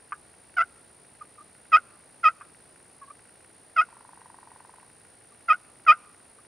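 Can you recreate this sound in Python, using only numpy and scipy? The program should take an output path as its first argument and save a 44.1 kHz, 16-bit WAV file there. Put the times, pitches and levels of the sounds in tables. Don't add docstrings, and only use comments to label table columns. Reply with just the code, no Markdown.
import sys
import numpy as np
from scipy import signal
from scipy.fft import rfft, irfft
from scipy.io import wavfile

SR = 44100
rng = np.random.default_rng(int(sys.argv[2]) if len(sys.argv) > 2 else 0)


def master_out(mix):
    frames = np.transpose(np.atleast_2d(mix))
    ceiling = np.clip(frames, -1, 1)
    pcm = np.round(ceiling * 32767).astype(np.int16)
    wavfile.write(sys.argv[1], SR, pcm)


N = 285327
TIME = np.arange(N) / SR


def turkey(second_snap_s=0.0052):
    # start in s, length in s, middle of the pitch dip as share of the length, dip length in s,
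    # lowest pitch in Hz, peak effort in dB, base brightness in dB per harmonic above the third, rasp in dB.
    yelp_rows = [(0.564, 0.067, 0.57, 0.04, 667, -19, -0.05, 0.5),
                 (1.716, 0.065, .455, 0.04, 623, -11.8, 0.55, 5),
                 (2.2298, 0.07, 0.52, 0.044, 623.5, -14.5, 0.5, 5),
                 (3.758, 0.072, .5, 0.038, 626.4, -17, 0.46, 1.5),
                 (5.4792, .071, .44, .033, 619.4, -13.8, -0.8, 3),
                 (5.862, 0.08, .455, .043, 610.6, -9, 0.18, 0)]
    # start in s, length in s, mid pitch in Hz, glide over the note in Hz, peak effort in dB,
    # place of the peak as share of the length.
    peep_rows = [(1.209, 0.023, 602, -15, -36.5, .56), (1.377, 0.026, 597.5, -42, -47, 0.46),
                 (1.397, 0.029, 595, 45, -46, .52), (3.013, 0.039, 553, -42, -43.5, 0.33),
                 (3.072, 0.034, 562, -10, -50, .35), (3.100, 0.018, 590, 48, -40.5, 0.58),
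                 (5.316, .022, 588, -11.5, -57.5, .4)]
    # start in s, level in dB before the high-pass.
    cluck_rows = [(0.1212, -21), (2.4102, -33), (6.386, -47)]
    # frequency in Hz, relative level in dB, t60 in s.
    cluck_modes = [(1104, -5.5, .025), (1218, 8, 0.027), (1396, 2.5, 0.02), (1670, -13, 0.078),
                   (2210, -5, 0.011), (2393, -11, 0.022), (3050, -17, 0.0099), (4900, -30, .02)]
    voice, snaps = np.zeros(N), np.zeros(N)
    for start_s, *shape in yelp_rows:
        add(voice, start_s, yelp(*shape))
    for start_s, *shape in peep_rows:
        add(voice, start_s, peep(*shape))
    for start_s, db in cluck_rows:
        add(snaps, start_s, amp(db) * ring(cluck_modes, rise_s=0.0011))
        add(snaps, start_s + second_snap_s, amp(db) * ring(cluck_modes, rise_s=0.0014))
    return voice + above(snaps, edge_hz=720)


def yelp(length_s, middle, dip_s, low_hz, peak_db, bright_db, rough_db):
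    attack_s, release_s = 0.0105, 0.013
    dip_steepness, swell_steepness = 3.38, 2.5
    open_ratio, close_ratio = 1.125, 1.17
    open_db, close_db = -29.5, -22.5
    edge_dull_db = -1.5
    t = np.arange(0, length_s, 1 / SR)
    away = abs(t - middle * length_s) / (dip_s / 2)
    dip = 0.5 ** (away ** dip_steepness)
    swell = 0.5 ** (away ** swell_steepness)
    edge_ratio = np.interp(t, [0, length_s], [open_ratio, close_ratio])
    edge_db = np.interp(t, [0, length_s], [open_db, close_db])
    hz = low_hz * (dip + (1 - dip) * edge_ratio)
    effort_db = swell * peak_db + (1 - swell) * edge_db
    gate = np.minimum(t / attack_s, 1) * np.minimum((length_s - t) / release_s, 1)
    sound = voiced(hz, effort_db, bright_db, edge_dull_db * (1 - gate), rough_db)
    return sound * np.sin(np.pi / 2 * gate) ** 2


def peep(length_s, pitch_hz, glide_hz, peak_db, peak_at, fade_db=-13.5):
    share = np.linspace(0, 1, round(length_s * SR))
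    hz = pitch_hz + glide_hz * (share - 0.5)
    effort_db = peak_db + fade_db * np.interp(share, [0, peak_at, 1], [1, 0, 1]) ** 1.5
    return voiced(hz, effort_db, bright_db=0.5, dull_db=-8.0, rough_db=7.5, jitter=0.014, shimmer=0.15)


def voiced(hz, effort_db, bright_db, dull_db, rough_db, jitter=0.008, loose_jitter=0.005,
           shimmer=0.079, loose_shimmer=0.38, rasp_db=-28, breathy_db=-43, effort_tilt=0.08):
    # frequency in Hz, relative level in dB.
    breath_colour = [(300, -33), (800, -8.5), (2000, -2), (3100, -4), (3900, -13.5), (5000, -4.5),
                     (6200, -13.5), (7000, -21.5), (8000, -22), (11000, -38.5)]
    size = len(hz)
    loose = np.clip((hz - 635) / 65, 0, 1)
    unsteady_hz = hz * (1 + (jitter + loose_jitter * loose) * wander(size, 470))
    turns = np.cumsum(unsteady_hz) / SR

    orders = np.arange(1, 15)[:, None]
    tilt_db = bright_db + effort_tilt * (np.maximum(effort_db, -24) + 10.5)
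    slope_db = tilt_db * np.maximum(orders - 3, 0) + dull_db * np.maximum(orders - 2, 0)
    heights = throat(orders * hz) * amp(slope_db)
    harmonics = (heights * np.sin(2 * np.pi * orders * turns)).sum(0)
    voice = harmonics * np.sqrt(2) / np.linalg.norm(heights, axis=0)

    puffs = rng.standard_normal(size) * (1 + 0.7 * np.cos(2 * np.pi * turns))
    rattle = 1 + 2.1 * loose
    rasp = amp(rasp_db) * evened(shaped(puffs, throat)) * rattle
    breath = evened(shaped(puffs, lambda f: amp(read(breath_colour, f))))
    hiss = amp(breathy_db + dull_db) * breath * rattle
    flutter = 1 + (shimmer + loose_shimmer * loose) * wander(size, 130)
    sound = (voice + amp(rough_db) * (rasp + hiss)) * flutter
    return sound * amp(effort_db) * signal.windows.tukey(size, 0.1)


def throat(hz, floor_db=-70.5):
    # frequency in Hz, full width at half gain in Hz, peak level in dB.
    resonances = [(720, 261, -27.5), (1236, 170, -2.5), (1403, 230, -5.5), (1684, 150, -27.5),
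                  (2016, 280, -16.5), (2470, 190, -8.5), (2860, 200, -28), (3115, 250, -25),
                  (3720, 470, -42), (4564, 330, -40), (4975, 250, -32), (5640, 870, -47), (7550, 900, -58)]
    gain = amp(floor_db)
    for f, width_hz, db in resonances:
        gain = gain + amp(db) / (1 + ((hz - f) / (0.78 * width_hz)) ** 2) ** 2
    return gain


def surroundings(x, cabin_db=-16.0, cabin_t60_s=0.075, cabin_edge_hz=2200, trees_db=-41,
                 smear_hz=200, smear=1.2):
    # delay in s, level in dB.
    panes = [(.0056, -15), (0.0102, -20), (0.0235, -27.5)]
    # frequency in Hz, level in dB, t60 in s.
    cabin_modes = [(1477, -3, 0.025), (1215, -24, 0.19)]
    # frequency in Hz, left minus right in dB.
    lean = [(600, 0), (1300, -0.8), (2500, 0.7), (5000, 4)]
    # frequency in Hz, left lead in radians.
    lead = [(0, 0), (3270, 0.28), (3620, 0.0), (4650, 0.3), (5000, 0.2), (6200, 0.2), (6460, -0.0032),
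            (7580, 0.3), (8870, -0.1), (9560, 0.0), (13300, -0.0), (13600, 0.1), (15200, -0.0)]
    # frequency in Hz, level in dB.
    outward_colour = [(600, -3.5), (1250, 4), (2000, 0.5), (2500, 2), (4000, 7.5), (7000, 7.5)]

    near, t = x.copy(), np.arange(8000) / SR
    for delay_s, db in panes:
        add(near, delay_s, amp(db) * x)
    for hz, db, t60_s in cabin_modes:
        decay = amp(-60 * t / t60_s)
        mode = 2 * decay / decay.sum() * np.cos(2 * np.pi * hz * t)
        add(near, 0.009, amp(db) * signal.oaconvolve(x, mode))

    muffled = shaped(x, lambda f: 1 / (1 + (f / cabin_edge_hz) ** 2))
    cabin = echoes(muffled, lambda t: -60 * t / cabin_t60_s - 40 * (t < 0.005), size=8000)
    outward = shaped(x, lambda f: amp(read(outward_colour, f)))
    blurred = evened(1 + smear * wander(N, smear_hz)) * outward
    trees = echoes(blurred, field_echo_db, size=26000)

    left, right = near + amp(cabin_db) * cabin + amp(trees_db) * trees
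    port = lambda f: amp(read(lean, f) / 2) * np.exp(0.5j * read(lead, f))
    return np.array([shaped(left, port), shaped(right, lambda f: 1 / port(f))])


def field_echo_db(t, rise_s=0.018):
    grass_t60_s = 0.9
    tree_line_s, tree_spread_s, tree_line_db = 0.15, 0.072, -6
    grass = np.minimum(t / rise_s, 1) * amp(-60 * t / grass_t60_s)
    tree_line = amp(tree_line_db) * np.exp(-((t - tree_line_s) / tree_spread_s) ** 2)
    return 20 * np.log10(grass + tree_line + 1e-9)


def woodpecker(count=23, uneven_db=0.2, wood_db=-7, wood_t60_s=0.56):
    # frequency in Hz, relative level in dB, t60 in s.
    trunk = [(959, 18, 0.0074), (1556, -8.5, 0.019), (1900, -12, 0.022)]
    start_s, gap_s, slowing_s = 3.8865, 0.04012, 0.000246
    middle_db, ends_db = -39.6, -2.8
    blows, knock = np.zeros(N), ring(trunk, rise_s=0.0027)
    for k, chance in enumerate(rng.standard_normal(count)):
        blow_s = start_s + k * gap_s + slowing_s * k ** 2 / 2
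        db = middle_db + ends_db * (2 * k / (count - 1) - 1) ** 2 + uneven_db * chance
        add(blows, blow_s, amp(db) * knock)
    blows = above(blows, edge_hz=500)
    return blows + amp(wood_db) * echoes(blows, lambda t: -60 * t / wood_t60_s, size=26000)


def katydid(level_db=-58.0, wing_hz=58.5013, scrape_db=-3, scatter_db=-6, tooth_jitter=0.015):
    # share of the cycle, tooth rate in Hz, relative level in dB.
    wing = [(0, 9096, -5), (.22, 8860, -11.5), (.33, 9295, 1), (0.431, 9693, -2), (.54, 9730, -2.5),
            (.68, 9530, 0), (.8, 8690, -8), (1, 9104, -9.5)]
    # frequency in Hz, relative level in dB.
    wing_colour = [(6000, -24), (7700, -10), (8400, 1), (8830, 0.5), (9100, -4.5), (9400, -2), (9700, -1),
                   (9950, 0), (10400, -12.5), (11500, -32)]
    share, tooth_hz, stroke_db = np.transpose(wing)
    cycle = (TIME * wing_hz + 0.023 * wander(N, 20)) % 1
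    hz = np.interp(cycle, share, tooth_hz) * (1 + tooth_jitter * wander(N, 1500))
    teeth = np.sin(2 * np.pi * np.cumsum(hz) / SR)
    scraped = teeth + amp(scrape_db) * rng.standard_normal(N)
    buzz = scraped * amp(np.interp(cycle, share, stroke_db) + 1.0 * wander(N, 400))
    buzz = evened(shaped(buzz, lambda f: amp(read(wing_colour, f)) * (f > 5000)))
    scatter = echoes(buzz, lambda t: -60 * t / 0.061, size=4000, apart=0.37)
    return amp(level_db) * evened(placed(buzz, left_db=-1.1) + amp(scatter_db) * scatter)


def ticking(level_db=-52, per_s=20.0, spread_db=3):
    # frequency in Hz, relative level in dB, t60 in s.
    modes = [(1495, 4.5, 0.013), (1920, -0.5, 0.02), (2200, -5.5, 0.027),
             (2721, -3, 0.015), (4500, -14.5, 0.008), (5570, -20, 0.057)]
    out, tick = np.zeros(N), ring(modes, rise_s=0.001)
    for k, (late, size) in enumerate(rng.standard_normal((190, 2))):
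        db = level_db + spread_db * min(size, 1.5)
        add(out, (k + 0.1 * late) / per_s, amp(db) * tick)
    return out


def air(level_db=-58.5, swell_db=0.09):
    # frequency in Hz, relative spectral level in dB.
    colour = [(20, -20), (50, -9.5), (70, 0), (110, 2.5), (160, 0), (400, 1), (800, -1.5), (1200, -7),
              (1900, -8), (3300, -15), (4600, -13), (6500, -20), (11000, -25.5), (15500, -30.5)]
    # frequency in Hz, left-right correlation.
    likeness = [(30, .8), (60, .94), (130, 0.68), (290, 0.69), (640, 0.45), (1400, 0.83), (3100, 0.72),
                (7000, .84), (11000, 1)]
    a, b = rng.standard_normal((2, N))
    same = lambda f: np.clip(read(likeness, f), 0, 1)
    mid = shaped(a, lambda f: np.sqrt(1 + same(f)))
    side = shaped(b, lambda f: np.sqrt(1 - same(f)))
    pair = shaped(np.array([mid + side, mid - side]), lambda f: amp(read(colour, f)))
    return evened(pair) * amp(level_db + swell_db * wander(N, 4))


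def ring(modes, rise_s, size=4000):
    t = np.arange(size) / SR
    out = sum(amp(db - 60 * t / t60_s) * np.sin(2 * np.pi * hz * t) for hz, db, t60_s in modes)
    out = out * (1 - np.exp(-(t / rise_s) ** 2))
    return out / abs(out).max()


def echoes(x, decay_db, size, apart=0.23):
    taps = rng.standard_normal((3, size)) * amp(decay_db(np.arange(size) / SR))
    taps = taps[:2] * apart + taps[2]
    return signal.fftconvolve(x[None], taps / np.linalg.norm(taps[0]), axes=1)[:, :N]


def placed(x, left_db):
    return np.array([x * amp(left_db / 2), x * amp(-left_db / 2)])


def add(mix, start_s, sound):
    part = mix[max(round(start_s * SR), 0):][:len(sound)]
    part += sound[:len(part)]


def wander(size, hz):
    return evened(shaped(rng.standard_normal(size), lambda f: np.exp(-(f / hz) ** 2)))


def above(x, edge_hz):
    return shaped(x, lambda f: 1 / (1 + (edge_hz / (f + 1)) ** 8))


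def shaped(x, gain):
    size = x.shape[-1] + 2048
    spectrum = rfft(x, size) * gain(np.fft.rfftfreq(size, 1 / SR))
    return irfft(spectrum, size)[..., :x.shape[-1]]


def read(points, hz):
    f, value = np.transpose(points)
    return np.interp(np.log(hz + 1), np.log(f + 1), value)


def evened(x):
    return x / np.sqrt(np.mean(x ** 2) + 1e-20)


def amp(db):
    return 10 ** (np.asarray(db) / 20)


def scene():
    return surroundings(turkey()) + woodpecker() + katydid() + ticking() + air()


def record(dry, edge_hz=15700):
    lowpass = signal.firwin(511, edge_hz, window=("kaiser", 9), fs=SR)
    return signal.oaconvolve(dry, lowpass[None], "same")


dry = scene()
out = record(dry)
master_out(out)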